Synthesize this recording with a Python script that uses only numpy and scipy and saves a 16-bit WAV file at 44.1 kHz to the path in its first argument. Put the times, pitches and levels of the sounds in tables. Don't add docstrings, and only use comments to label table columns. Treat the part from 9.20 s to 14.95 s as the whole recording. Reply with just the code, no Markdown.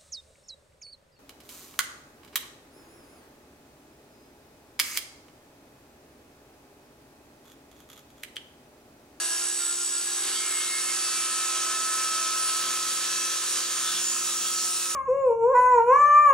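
import sys
import numpy as np
from scipy import signal
from scipy.fft import rfft, irfft
from scipy.io import wavfile
from scipy.ndimage import map_coordinates

SR = 44100
rng = np.random.default_rng(int(sys.argv[2]) if len(sys.argv) > 2 else 0)


def waveform_to_disk(signal):
    frames = np.transpose(np.atleast_2d(signal))
    scaled = np.clip(frames, -1, 1) * 32767
    samples = np.round(scaled).astype(np.int16)
    wavfile.write(sys.argv[1], SR, samples)


N = 253575
T = np.arange(N) / SR
FREQS = np.fft.rfftfreq(N, 1 / SR)
TEETH = 40
BURIED_S = 5.06


def undb(db):
    return 10 ** (np.asarray(db) / 20)


def unit(x):
    return x / np.sqrt(np.mean(x ** 2))


def curve(table):
    return np.interp(T, *np.transpose(table))


def spectrum_db(table):
    hz, db = np.transpose(table)
    return np.interp(np.log(FREQS + 1), np.log(hz), db)


def shape(x, gain):
    return irfft(rfft(x) * gain, N)


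def walk(rate_hz, size=8192):
    slow = irfft(rfft(rng.standard_normal(size)) / (1 + (FREQS[:size // 2 + 1] / rate_hz) ** 4))
    return unit(np.interp(T, np.linspace(0, T[-1], size), slow))


def pan(x, balance_db):
    return x * undb(np.array([[balance_db], [-balance_db]]) / 2)


def ring(cycles, rough, shake_hz):
    shake = 1 + rough * (walk(shake_hz) + 1j * walk(shake_hz))
    return unit(np.real(shake * np.exp(2j * np.pi * (cycles + rng.random()))))


def swell(peak_s, sigma_s):
    return np.exp(-.5 * ((T - peak_s) / sigma_s) ** 2)


def resonance(off_hz, width_hz):
    return 1 / np.hypot(1, 2 * off_hz / width_hz)


def turn_pattern(turns, stages=9, size=600):
    patterns = signal.resample(rng.standard_normal((stages + 1, size)), 8 * size, axis=1)
    stage = stages * T / T[-1]
    blend = stage % 1
    noise = map_coordinates(patterns, [stage, turns % 1 * (8 * size - 1)], order=1)
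    return unit(noise / np.hypot(blend, 1 - blend))


def runout(turns, depth):
    return 1 + depth * np.cos(2 * np.pi * turns)


# time_s, level_db
FEED_PRESSURE = [(0.0, -37.5), (0.17, -38), (0.62, -39.5), (1.12, -36), (1.17, -38.5), (1.26, -36.5),
                 (4.39, -35.5), (4.47, -35.5), (4.55, -36), (4.77, -35), (4.85, -36.5), (5.25, -36.5),
                 (5.75, -36.5)]


def feed_db():
    db = curve(FEED_PRESSURE)
    return db - db.mean()


def effort(start_db, buried_gain_db, db_per_feed_db=0):
    return undb(start_db + buried_gain_db * np.minimum(T / BURIED_S, 1) + db_per_feed_db * feed_db())


# freq_hz, level_db
CUT_SPECTRUM = [(100, -100), (280, -88), (500, -85), (850, -85), (1200, -74.5), (1600, -73), (2200, -78),
                (3200, -72), (6200, -68), (8500, -71), (10000, -72), (12000, -76.5), (14500, -81),
                (16000, -85)]
# freq_hz, width_hz, gain_db
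CUT_RESONANCES = [(2800, 400, 3.2), (3850, 200, 3), (4170, 300, -3), (4600, 300, 3.5), (4980, 250, -7),
                  (5350, 200, 2), (5850, 200, 2), (6520, 150, 4), (6980, 150, 5), (8030, 300, 4),
                  (8500, 350, -4), (9200, 450, 6), (10750, 250, -3), (11300, 300, 2), (12250, 300, -2),
                  (13100, 350, 5), (14400, 250, 2)]
# start_db, buried_gain_db, db_per_feed_db
CUT_BANDS = [(-44.5, -1.5, 1.64), (-39, -2.1, 1.44), (-37.5, 3, -0.18), (-33, -3, 0.37), (-46.5, 8, 0)]
# peak_s, boost_db, sigma_s
RIM_BRUSHES = [(.03, 2, 0.11), (0.467, 2, .06), (3.252, 1.5, 0.097), (4.308, 2.5, 0.021),
               (4.807, 1.5, 0.019), (5.51, 3, 0.087)]


def rasp(turns, pulsing=0.43, spray_db=1.0, flutter_db=0.67):
    load_db = feed_db()
    peaks_db = sum(db * resonance(FREQS - hz, width_hz) ** 2 for hz, width_hz, db in CUT_RESONANCES)
    colour = undb(spectrum_db(CUT_SPECTRUM) + peaks_db)
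    regular = np.interp(FREQS, [700, 2500, 5700, 9000], [.08, .3, .29, .58])
    pattern = shape(turn_pattern(turns), np.sqrt(regular)) * undb(-.2 * load_db)
    chips = shape(rng.standard_normal(N), np.sqrt(1 - regular))
    chips *= undb(1.02 * load_db + spray_db * walk(23))
    tooth_pulse = 1 + pulsing * np.cos(2 * np.pi * TEETH * turns)
    force = (pattern + chips) * runout(turns, depth=0.018) * tooth_pulse
    lowpasses = [1 / (1 + (FREQS / edge_hz) ** 24) for edge_hz in (2400, 4950, 7900, 11800)]
    bands = np.diff(lowpasses, axis=0, prepend=0, append=1)
    knock, bite, teeth, rim, dust = (
        unit(shape(force, band * colour)) * effort(*levels) * undb(flutter_db * walk(7.2))
        for band, levels in zip(bands, CUT_BANDS))
    brush_db = sum(db * swell(peak_s, sigma_s) for peak_s, db, sigma_s in RIM_BRUSHES)
    return knock + bite + teeth + rim * undb(brush_db) + dust


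# time_s, level_db
SING_LEVEL = [(0.0, -53), (0.82, -66.5), (1.18, -48), (1.46, -49.5), (2.02, -42), (2.18, -39.3),
              (2.95, -35), (3.65, -39.8), (3.91, -45.5), (4.1, -41.5), (4.33, -49.5), (4.5, -48.5),
              (4.69, -43), (4.8, -49.5), (5.1, -48), (5.33, -43.5), (5.39, -42), (5.62, -46), (5.72, -42)]
# time_s, pitch_hz
SING_PITCH = [(1, 1301), (3, 1299), (4.5, 1299), (5.05, 1301), (5.4, 1295), (5.75, 1291)]
# pitch_hz, peak_db, db_per_sing_db
PLATE_MODES = [(658, -56.5, .8), (1036, -48.5, .55), (1236, -55, .2), (1498, -52, .5), (1562, -51, .8),
               (1658, -55, .3), (1665, -57, .3), (1753, -56, .5), (1760, -50.5, .25), (2150, -56, .5),
               (2347, -53.5, .25), (2545, -53, .5), (2869, -55, .2), (3095, -53, .25), (3272, -50, .4),
               (3445, -55, .4), (3752, -55, .1), (3910, -55, .05), (4640, -54, .05)]


def plate(turns, boost_db=3, stutter_db=3, flutter_db=1.0, damping_db_per_s=31):
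    sing_db = curve(SING_LEVEL)
    rubbing = swell(peak_s=4.97, sigma_s=0.29)
    cycles = np.cumsum(curve(SING_PITCH)) / SR
    main = ring(cycles, rough=.06 + .36 * rubbing, shake_hz=22)
    main *= undb(sing_db + boost_db + stutter_db * rubbing * walk(40))
    main *= runout(turns, depth=0.13 + 0.42 * rubbing)
    dip_db = sing_db - sing_db.max()
    weak = sum(ring(hz * T, rough=.55 - .45 * follow, shake_hz=6) * undb(db + follow * dip_db)
               for hz, db, follow in PLATE_MODES)
    damping_db = damping_db_per_s * np.maximum(T - BURIED_S, 0)
    weak *= undb(flutter_db * walk(6.9) - damping_db)
    return main + weak * runout(turns, depth=0.013)


# harmonic, start_db, buried_gain_db
TOOTH_HARMONICS = [(1, -58, 7.5), (2, -60, 9)]
# time_s, level_db
WHISTLE_LEVEL = [(0, -36), (.25, -35.5), (.52, -30), (.78, -32.5), (.96, -37.5), (1.23, -44), (1.35, -33.5),
                 (1.58, -41), (2.2, -39), (2.8, -54), (4, -52), (4.6, -54.5), (4.9, -43), (5.75, -57)]
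# time_s, level_db
HIGH_WHISTLE_LEVEL = [(4.5, -87), (4.57, -55), (4.78, -50.5), (4.97, -56), (5.15, -48), (5.5, -45),
                      (5.75, -53)]


def tooth_tones(turns, flutter_db=0.5):
    strikes = TEETH * turns
    low = sum(ring(k * strikes, rough=0.43, shake_hz=20) * effort(*levels)
              for k, *levels in TOOTH_HARMONICS)
    whistle = ring(3 * strikes, rough=0.29, shake_hz=13) * undb(curve(WHISTLE_LEVEL))
    high = ring(6 * strikes, rough=.7, shake_hz=60) * undb(curve(HIGH_WHISTLE_LEVEL))
    return (low + whistle + high) * undb(flutter_db * walk(44)) * runout(turns, depth=0.44)


# pitch_hz, start_db, buried_gain_db
RIM_MODES = [(2631, -43, -6.5), (3305, -60, 8), (3940, -62, 12), (4151, -59, 10), (4474, -43, -9),
             (4533, -44.5, -1), (5388, -45, -14), (5411, -59, 13), (5593, -49, -5), (5781, -55, 6),
             (5850, -49, 0), (6040, -57, 12), (7288, -56, 8), (6510, -49, 1), (6580, -46, -3),
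             (6972, -50, 7), (7236, -55, 8), (7560, -48, -2), (7942, -60, 16), (8050, -44, -4),
             (8086, -44, -1), (8886, -44, -2), (9055, -45, 0), (9112, -54, 10), (9206, -42, -2),
             (9409, -46, -3), (9935, -47, -3)]


def rim_modes(turns, speed_hz, width_hz=12, trim_db=-0.5):
    out = 0
    for hz, *levels in RIM_MODES:
        harmonic = np.round(hz / speed_hz)
        off_hz = harmonic * speed_hz - hz
        drive = resonance(off_hz, width_hz) * np.cos(np.pi * off_hz / speed_hz)
        out += ring(harmonic * turns, rough=.22, shake_hz=14) * effort(*levels) * drive
    return out * undb(trim_db) * runout(turns, depth=0.048)


# harmonic, start_db, buried_gain_db, db_per_feed_db
MOTOR_HARMONICS = [(1, -83, 8, 3), (2, -77.5, 7.5, 1), (3, -86.5, 16.5, 3), (4, -67, 4, 0),
                   (5, -58.5, -12, 5.5), (6, -58.5, -6, 1), (8, -70.5, 7.5, 3), (11, -74.5, 11, 1),
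                   (12, -54.5, -15, 3), (13, -73.5, 3, 0), (15, -83, 20.5, -1)]


def motor(turns):
    hum = sum(ring(k * turns, rough=0.27, shake_hz=2.8) * effort(*levels)
              for k, *levels in MOTOR_HARMONICS)
    return pan(hum, balance_db=-3.5)


# pitch_hz, level_db, balance_db
FAN_TONES = [(60.3, -83, 4), (114, -75.5, 1), (176, -73.5, -7.5), (354.8, -55.5, -14.5),
             (709, -67.5, -10.5), (1065, -56.5, 0)]
# freq_hz, relative_db
AIR_SPECTRUM = [(20, -21), (45, -24), (85, -9), (130, -2.5), (280, 12), (500, 11), (1000, 1), (4000, -30)]


def extractor_fan(air_db=-60):
    hum = sum(pan(ring(hz * T, rough=.06, shake_hz=4) * undb(db), balance_db)
              for hz, db, balance_db in FAN_TONES)
    air = unit(shape(rng.standard_normal(N), undb(spectrum_db(AIR_SPECTRUM))))
    return hum + pan(air * undb(air_db), balance_db=-3.5)


# (peak_s, level_db, sigma_s)
SQUEAL_TONES = [(666, [(.05, -56.5, .2)]), (998, [(.11, -52.5, .16)]), (2792, [(.086, -49, .092)]),
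                (1394, [(.15, -49.5, .015), (.225, -46, .018), (.42, -45, .022), (.505, -42.5, .025),
                (.615, -45.5, .03), (.775, -46, .04), (.92, -47, .018), (1.14, -50, .02),
                (1.28, -50, .03)]), (1663, [(.02, -41.5, .04), (.14, -41.3, .065), (.31, -44, .05),
                (.47, -50.5, .03), (.755, -47, .02), (.89, -43, .022), (.992, -43, .018), (1.23, -46, .02),
                (1.42, -44, .014), (1.56, -46, .025), (1.77, -46, .035)]), (2150, [(1.05, -51, .07),
                (1.22, -44.5, .055), (1.38, -43, .08), (1.545, -39, .05), (1.7, -40.5, .025),
                (1.82, -51.5, .03), (2, -51, .05)]), (1320, [(1.35, -52, .25)]), (2347, [(1.27, -48, .04),
                (1.98, -48, .04)]), (2869, [(1.14, -44, .02), (1.26, -47, .025), (1.37, -45, .025)]),
                (3095, [(1.183, -42, .035), (1.42, -47, .08)]), (5326, [(1.85, -44.5, .17),
                (2.35, -45.5, .17), (3.05, -43.5, .3)]), (5318, [(3.9, -45.5, .22)]),
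                (9199, [(3.26, -33.5, .057)]), (3272, [(4.04, -49, .24)]), (1700, [(3.952, -47, .08)]),
                (2626, [(4, -42, .069)]), (1236, [(4.51, -46.5, .23), (5.15, -46, .12)]),
                (1498, [(4.72, -45.5, .069)])]


def squeals(turns):
    out = 0
    for hz, bursts in SQUEAL_TONES:
        power = sum((undb(db) * swell(peak_s, sigma_s)) ** 2 for peak_s, db, sigma_s in bursts)
        out += ring(hz * T, rough=.05, shake_hz=12) * np.sqrt(power)
    return out * runout(turns, depth=0.013)


# peak_s, centre_hz, spread_hz, level_db, sigma_s
GRAIN_CATCHES = [(.13, 5500, 300, -44, .05), (1.18, 4550, 300, -42, .04), (1.16, 3400, 700, -42, .025),
                 (1.86, 4580, 300, -43, .07), (1.8, 5700, 700, -44, .08), (3.0, 6550, 250, -39, .04),
                 (3.05, 3650, 600, -41, .02), (4.02, 5900, 400, -37.5, .08), (4.3, 5750, 400, -42, .07),
                 (4.44, 4400, 900, -42, .03), (4.678, 3600, 700, -36.5, .028),
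                 (4.76, 5300, 400, -36.5, .025), (4.77, 3400, 600, -38.5, .018),
                 (4.88, 7000, 260, -35.5, .07), (5.2, 7100, 450, -39.5, .16), (5.1, 3900, 700, -42, .04),
                 (5.27, 3700, 900, -42, .025), (5.38, 4500, 800, -40, 0.023),
                 (5.4, 6000, 900, -35.5, 0.037), (5.55, 3700, 900, -42, .1)]


def chatter(turns, regular=0.86, grab_db=0.5):
    force = np.sqrt(regular) * turn_pattern(turns) + np.sqrt(1 - regular) * rng.standard_normal(N)
    force *= runout(turns, depth=0.27) * undb(grab_db * walk(65))
    out = 0
    for peak_s, centre_hz, spread_hz, db, sigma_s in GRAIN_CATCHES:
        band = resonance(FREQS - centre_hz, 2 * spread_hz) ** 4
        out += unit(shape(force, band)) * undb(db) * swell(peak_s, sigma_s)
    return out


# freq_hz, left_lead_rad, balance_db
PHASE_BALANCE = [(0, 0, -2.5), (1300, .2, .3), (2400, .3, -.7), (4500, .8, -1.4), (7200, 1.4, -1.8),
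                 (9200, 2, -1.5), (10400, 2.5, -.8), (12000, 2.85, 0), (14000, 3.1, 0), (15500, 3.9, 0)]


def widen(x):
    hz, *columns = np.transpose(PHASE_BALANCE)
    lead_rad, balance_db = (np.interp(FREQS, hz, column) for column in columns)
    side = np.array([[.5], [-.5]])
    return shape(x, np.exp(1j * side * lead_rad) * undb(side * balance_db))


def walls(x, t60_s=.33, gap_s=.004, cutoff_hz=12000):
    t = T[:SR // 2]
    tail = rng.standard_normal((2, len(t))) * undb(-60 * t / t60_s) * (t > gap_s)
    tail /= np.sqrt(np.sum(tail ** 2, axis=1, keepdims=True))
    dulled = shape(x, 1 / (1 + (FREQS / cutoff_hz) ** 6))
    return shape(dulled, rfft(tail, N))


# time_s, speed_hz
BLADE_SPEED = [(0, 66.62), (0.5, 66.33), (1.3, 66.14), (1.68, 65.8), (3.05, 65.75), (3.5, 65.64),
               (4.0, 65.68), (4.6, 65.3), (4.76, 65.35), (4.86, 65.14), (5.05, 65.17), (5.35, 64.78),
               (5.75, 64.5)]


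def scene():
    speed_hz = curve(BLADE_SPEED)
    turns = np.cumsum(speed_hz) / SR
    cut = rasp(turns) + chatter(turns)
    tones = plate(turns) + squeals(turns) + tooth_tones(turns) + rim_modes(turns, speed_hz)
    reverb = walls(undb(-3.5) * cut + undb(-14.5) * tones)
    return widen(cut + tones) + reverb + motor(turns) + extractor_fan()


def record(dry, cutoff_hz=15750):
    return signal.sosfilt(signal.ellip(10, .2, 80, cutoff_hz, fs=SR, output="sos"), dry)


dry = scene()
out = record(dry)
waveform_to_disk(out)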